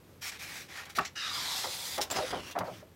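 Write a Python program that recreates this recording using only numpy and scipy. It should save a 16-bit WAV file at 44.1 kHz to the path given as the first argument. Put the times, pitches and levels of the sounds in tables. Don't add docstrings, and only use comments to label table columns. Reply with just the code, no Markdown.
import sys
import numpy as np
from scipy import signal
from scipy.fft import rfft, irfft, next_fast_len
from scipy.io import wavfile
from scipy.ndimage import uniform_filter1d, map_coordinates

SR = 44100
rng = np.random.default_rng(int(sys.argv[2]) if len(sys.argv) > 2 else 0)


def output_pcm(signal):
    pcm = np.clip(np.atleast_2d(signal).T, -1, 1) * 32767
    wavfile.write(sys.argv[1], SR, np.round(pcm).astype(np.int16))


def voltage_ratio(decibels):
    exponent = np.asarray(decibels, float) / 20
    return 10 ** exponent


N = 130095


def unit(x):
    return x / np.sqrt(np.mean(x ** 2) + 1e-20)


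def filtered(x, response):
    size = next_fast_len(len(x) + 4096)
    return irfft(rfft(x, size) * response(np.fft.rfftfreq(size, 1 / SR)), size)[:len(x)]


def colour(spectrum, rings):
    knot_hz, knot_db = np.transpose(spectrum)

    def response(hz):
        broad_db = np.interp(np.log(hz + 1), np.log(knot_hz + 1), knot_db)
        rings_db = sum(db / (1 + (2 * (hz - centre) / width) ** 2) for centre, width, db in rings)
        return voltage_ratio(broad_db + rings_db)
    return response


def peak(hz, width_hz):
    return lambda f: 1j * f * width_hz / (hz * hz - f * f + 1j * f * width_hz)


def wobble(rate, size):
    knots = rng.standard_normal(int(size * rate / SR) + 4)
    return map_coordinates(knots, [np.arange(size) * rate / SR])


def scratch(size, grit_db, catch_db):
    grains = rng.standard_normal(size)
    uneven_db = grit_db * np.minimum(rng.exponential(size=size), 5)
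    clumps_db = catch_db * (wobble(250, size) + 1.92 * wobble(34.84, size))
    return grains * voltage_ratio(uneven_db + clumps_db)


# frequency in Hz, density in dB per Hz.
HUSH_SPECTRUM = [(15, -69), (25, -9.5), (120, -2.5), (256, -6.5), (545, -9), (641, -16), (10700, -33),
                 (12200, -28), (16000, -36)]
# centre in Hz, width in Hz, lift in dB.
HUSH_RINGS = [(86.3, 13, 10.5), (11700, 140, -10)]


def hush():
    noise = unit(filtered(rng.standard_normal(N), colour(HUSH_SPECTRUM, HUSH_RINGS)))
    return voltage_ratio(-56.5 + wobble(7.1, N)) * noise


def room(x):
    t60_s, delay_samples = 0.18, 200
    t = np.arange(SR // 3) / SR
    decaying = rng.standard_normal(len(t)) * voltage_ratio(-60 * t / t60_s)
    tail = filtered(decaying, lambda hz: 1 / (1 + hz / 3000))
    return signal.fftconvolve(np.pad(x, (delay_samples, 0)), tail / np.linalg.norm(tail))[:N]


# start in
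# seconds, level in dB, pitch in Hz, swell in seconds, width as a share of pitch.
SHEET_BUCKLES = [(.974, -37.5, 635, 0.0062, 0.6), (.983, -24.5, 1265, 0.0034, 0.47),
                 (0.9892, -25.5, 1126, 0.0018, 0.6), (.996, -33.5, 746, 0.0041, 0.24),
                 (1.018, -43, 765, 0.0018, 0.35), (1.986, -33, 845, 0.0044, 0.28),
                 (2.55, -38.5, 790, 0.0065, 0.89), (2.561, -29.5, 607, .003, 0.29),
                 (2.561, -48, 1940, 0.003, 0.2), (2.607, -60.5, 2100, .008, 0.42),
                 (2.632, -33, 647, 0.0021, 0.57), (1.634, -37.5, 900, 0.0095, 0.67),
                 (1.971, -36, 656, 0.013, 0.82), (2.015, -52.5, 670, 0.027, 1),
                 (2.099, -39.5, 656, 0.011, 0.65), (2.154, -34.5, 750, 0.009, 0.55),
                 (2.179, -32, 715, 0.0068, 0.58), (2.2, -36, 584, 0.0075, 0.23),
                 (2.222, -37, 527, 0.01, 0.12), (2.321, -33.5, 680, 0.0086, 0.98),
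                 (2.345, -43, 537, 0.014, 0.66), (2.566, -36, 660, 0.012, 1),
                 (2.603, -33.5, 840, 0.0065, 0.7), (2.635, -45.5, 740, 0.012, 0.84),
                 (2.665, -41, 615, 0.015, 0.7), (2.66, -54.5, 170, 0.045, 1), (.978, -43, 258, 0.0097, 1),
                 (.98, -52.5, 104, 0.014, 0.71), (1.64, -45, 550, 0.014, 0.44),
                 (1.972, -44, 383, 0.012, 0.66), (2.822, -50, 610, 0.0041, 0.28),
                 (1.34, -56, 126, 0.041, 1), (2.163, -44.5, 110, 0.0092, 0.6),
                 (2.339, -44.5, 213, 0.013, 0.22), (2.586, -42.5, 148, 0.014, 1)]


def buckles():
    thump_db, thump_ratio = -4, 0.67
    upper_db, upper_ratio = -13, 2.2
    out = np.zeros(N + SR)
    t = np.arange(SR // 2) / SR
    for s, db, hz, swell, width in SHEET_BUCKLES:
        swelling = 1.5 * t / swell
        puff = scratch(len(t), grit_db=2.0, catch_db=-0.5) * swelling ** 2 * np.exp(-swelling)

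        def sheet(f):
            main = peak(hz, min(width, 0.95) * hz)(f) ** 2
            thump = voltage_ratio(thump_db) * width * peak(thump_ratio * hz, 0.6 * hz)(f) ** 2
            upper = voltage_ratio(upper_db) * width * peak(upper_ratio * hz, hz)(f) ** 2
            return main + thump - upper

        pop = filtered(puff, sheet)
        pop = pop * np.sqrt(2.85 * swell * SR) / np.linalg.norm(pop)
        out[round(s * SR):][:len(t)] += voltage_ratio(db) * pop
    return out[:N]


def strokes(rows, response, grit_db, attack_s):
    release_db_per_s, bright_top_hz = 900, 7750
    out = np.zeros(N + SR)
    t = np.arange(SR // 3) / SR
    for s, length, first_db, last_db, tilt_db in rows:
        def tilted(hz):
            octaves = np.log2(np.minimum(hz, bright_top_hz) / 4000 + 0.3)
            return response(hz) * voltage_ratio(tilt_db * octaves)

        noise = unit(filtered(scratch(len(t), grit_db, catch_db=0.6), tilted))
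        level_db = np.interp(t, [0, length], [first_db, last_db])
        level_db = level_db - release_db_per_s * np.maximum(t - length, 0)
        onset = np.minimum(t / min(attack_s, 0.24 * length), 1) ** 2
        out[round(s * SR):][:len(t)] += noise * voltage_ratio(level_db) * onset
    return out[:N]


# start in seconds, length in seconds, first and last level in dB, brightness in dB per octave.
GRIP_STROKES = [(1.977, 0.011, -32, -42.5, -1), (2.0065, .004, -33, -45, -1), (2.011, 0.026, -28, -37.5, 3),
                (2.044, 0.058, -56, -61, -1), (2.101, 0.0061, -30, -42, -4), (2.108, 0.015, -34, -35, 2),
                (2.123, .02, -41.5, -39.5, -4), (2.143, 0.015, -39, -35, -4.5),
                (2.159, 0.031, -34, -36, -2.5), (2.195, 0.12, -42, -43.5, -2.5),
                (2.303, 0.014, -42, -39, -5.5), (2.325, 0.079, -46.5, -43.5, -6.5),
                (2.41, 0.09, -51, -45.5, -3.5), (2.508, 0.015, -41.5, -46.5, -0.5),
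                (2.587, 0.0091, -31, -50, 1.5), (2.56, 0.055, -58, -57, -20),
                (2.64, 0.166, -55.5, -56.5, -2.5), (2.8, 0.041, -54, -67.5, -9)]
# frequency in Hz, density in dB per Hz.
RAISED_SPECTRUM = [(700, -9), (1200, -7), (2100, -5), (3500, -5.5), (5600, -6.5), (9000, -14),
                   (16000, -15.5)]


def grips():
    return strokes(GRIP_STROKES, colour(RAISED_SPECTRUM, []), grit_db=2.6, attack_s=0.003)


# start in seconds, length in seconds, first and last level in dB, brightness in dB per octave.
RUB_STROKES = [(.206, 0.092, -39, -41.5, -0.5), (.305, 0.069, -42, -51, -4), (.378, 0.19, -45, -43, -2.3),
               (.56, 0.11, -39.5, -56.5, -1.5), (.67, .11, -53.5, -43.5, -5),
               (.77, 0.073, -45.5, -48.5, -6), (.852, .008, -47, -48.5, -2),
               (.862, 0.023, -46.5, -54.5, -10.5), (.889, 0.046, -39.5, -58.5, -2),
               (.947, 0.02, -49, -36.5, -2), (.966, 0.014, -34, -45, 1), (.984, 0.013, -29, -45, -3.5),
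               (1.004, .022, -41.5, -47.5, -1), (1.027, 0.012, -47, -48, -4),
               (1.044, 0.036, -35, -47, -0.5)]
# frequency in Hz, density in dB per Hz.
CORNER_SPECTRUM = [(290, -49), (500, -28), (819, -14.5), (974, -19), (2360, -3), (2730, -12), (5800, -11.5),
                   (11800, -21.5), (16000, -22.5)]
# centre in Hz, width in Hz, lift in dB.
CORNER_RINGS = [(2290, 540, -4.5), (3890, 240, 3), (5840, 150, 1.5), (7340, 180, 0), (11500, 780, 4)]


def rubs():
    return strokes(RUB_STROKES, colour(CORNER_SPECTRUM, CORNER_RINGS), grit_db=1.6, attack_s=0.019)


# time in seconds, pressure in dB, air pocket in Hz.
SLIDE_PATH = [(1.153, -55, 1373), (1.159, -39, 1372), (1.292, -38.5, 1237), (1.42, -37, 1046),
              (1.519, -35, 908), (1.602, -35.5, 863), (1.68, -38.5, 865), (1.8, -38.5, 856),
              (1.92, -39, 840), (1.966, -39.5, 845), (1.974, -42, 873)]
PAGE_RISES_S = [
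    1.2,
    1.53,
    1.8,
]
# frequency in Hz, density in dB per Hz.
LOW_SPECTRUM = [(500, -23.5), (1000, -18), (1400, -5), (3000, -10.5), (5000, -8.5), (7000, -17),
                (16000, -32.5)]
HALF_SPECTRUM = [(290, -54), (500, -22), (880, -7), (1950, -10.5), (2570, -12.5), (3490, -1.5),
                 (12000, -20), (16000, -25)]
HIGH_SPECTRUM = [(290, -29), (500, -11.5), (1550, -9.5), (1690, -11.5), (1930, -8), (2810, -11.5),
                 (3810, -3.5), (16000, -17.5)]
# centre in Hz, width in Hz, lift in dB.
HALF_RINGS = [(2010, 71, 7.2), (3350, 250, 1.8), (3990, 140, 3), (5500, 390, 2.7), (7160, 220, 4.4),
              (11730, 600, 8.3)]
HIGH_RINGS = [(1950, 92, 3), (3500, 470, 4.2), (4950, 220, 4.1), (7360, 510, 3), (10500, 480, 4),
              (12000, 570, 4.6)]


def slide():
    t = np.arange(N) / SR
    s, pressure_db, pocket_hz = np.transpose(SLIDE_PATH)
    grains = scratch(N, grit_db=0.5, catch_db=0.56)
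    shares = [np.interp(t, PAGE_RISES_S, row) for row in np.eye(len(PAGE_RISES_S))]
    gaps = [(LOW_SPECTRUM, []), (HALF_SPECTRUM, HALF_RINGS), (HIGH_SPECTRUM, HIGH_RINGS)]
    hiss = sum(share * unit(filtered(grains, colour(*gap))) for share, gap in zip(shares, gaps))

    flutter = filtered(rng.standard_normal(N), lambda hz: 1 / (1 + (hz / 110) ** 2))
    phase = 2 * np.pi * np.cumsum(np.interp(t, s, pocket_hz)) / SR
    pocket = unit(flutter * np.sin(phase))
    pocket_db = -11 - 32 * np.maximum(t - 1.4, 0)

    level_db = np.interp(t, s, pressure_db, left=-120) - 1500 * np.maximum(t - s[-1], 0)
    return voltage_ratio(level_db) * (hiss + voltage_ratio(pocket_db) * pocket)


# start in seconds, length in seconds, first and last pitch in Hz, lift in dB.
AIR_CHANNELS = [(.24, .13, 2250, 2350, 6), (.2, .08, 5600, 5400, 8), (.73, .11, 2050, 1650, 7),
                (.95, .04, 11200, 11000, 6), (.2, .075, 3250, 3100, 9), (.2, .05, 2200, 2200, -6),
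                (.95, .035, 4400, 4100, 7), (.4, .14, 2350, 2250, 4), (1.13, .14, 2350, 2150, -7),
                (1.13, .14, 3400, 3250, -7), (1.13, .2, 4500, 4300, -6), (1.14, .07, 6100, 6000, 8),
                (1.24, .2, 3600, 3350, 6), (1.27, .2, 1650, 1450, -6), (1.35, .2, 2800, 2600, -6),
                (2.73, .03, 3300, 3000, 10), (2.15, .05, 5000, 5050, 8), (2.16, .035, 6450, 6400, 8),
                (2.18, .12, 3900, 3650, 7), (2.66, .025, 4700, 4200, 11), (2.39, .125, 3700, 3900, -11),
                (2.515, .03, 3550, 3500, 12), (2.005, .08, 5300, 5000, 6), (2.005, .05, 10700, 10300, 6),
                (1.04, .055, 6300, 5300, 8), (1.04, .05, 7900, 7600, 5), (2.005, .05, 3900, 3600, 8),
                (1.13, .13, 1750, 1620, 7), (1.13, .13, 2950, 2800, 12), (1.13, .2, 3900, 3750, 10),
                (1.13, .29, 5050, 4850, 7), (1.22, .16, 2500, 2150, 5), (2.103, .027, 7600, 7400, 11),
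                (2.15, .27, 5050, 4800, 8), (2.15, .3, 11000, 9800, 8), (2.29, .13, 3400, 2850, 10),
                (2.39, .17, 2850, 2750, 14), (2.39, .15, 5200, 6100, 8), (2.675, .15, 5200, 6000, 8)]
# start in seconds, length in seconds, lower edge in Hz, loss in dB.
HAND_SHADES = [
    (1.0, .1, 8100, 10),
    (2, 0.032, 9800, 4),
    (1.15, 0.15, 6900, 4.5),
    (2.16, .3, 11300, 4.5),
]


def channels(x):
    spread_hz_s, width_share, patchy_db, shade_edge_hz = 20, 0.035, 1.5, 470
    hz, t, z = signal.stft(x, SR, nperseg=512, noverlap=384)
    hz, t = hz[:, None], t[None]
    patches = uniform_filter1d(rng.standard_normal(z.shape), size=5, axis=0)
    gain_db = patchy_db * unit(uniform_filter1d(patches, size=20, axis=1))
    for s, length, first_hz, last_hz, lift_db in AIR_CHANNELS:
        progress = np.clip((t - s) / length, 0, 1)
        centre = first_hz + (last_hz - first_hz) * progress
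        width = spread_hz_s / length + width_share * centre
        swell = np.sqrt(np.sin(np.pi * progress) + 1e-9)
        gain_db = gain_db + lift_db * swell * np.exp(-(2 * (hz - centre) / width) ** 2)
    for s, length, above_hz, loss_db in HAND_SHADES:
        shaded = abs(t - s - length / 2) < length / 2
        gain_db = gain_db - loss_db * shaded * (0.5 + 0.5 * np.tanh((hz - above_hz) / shade_edge_hz))
    return signal.istft(z * voltage_ratio(gain_db), SR, nperseg=512, noverlap=384)[1][:N]


def scene():
    friction = rubs() + grips() + slide()
    page = channels(friction) + buckles()
    return (page + voltage_ratio(-15) * room(page) + hush())[None]


def roll_off(x):
    return signal.sosfilt(signal.butter(12, 16450, fs=SR, output="sos"), x)


def record(dry):
    def band(hz):
        return (hz < 15830) / (1 + (42 / (hz + 1)) ** 4)
    return roll_off(filtered(dry[0], band)[None])


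dry = scene()
out = record(dry)
output_pcm(out)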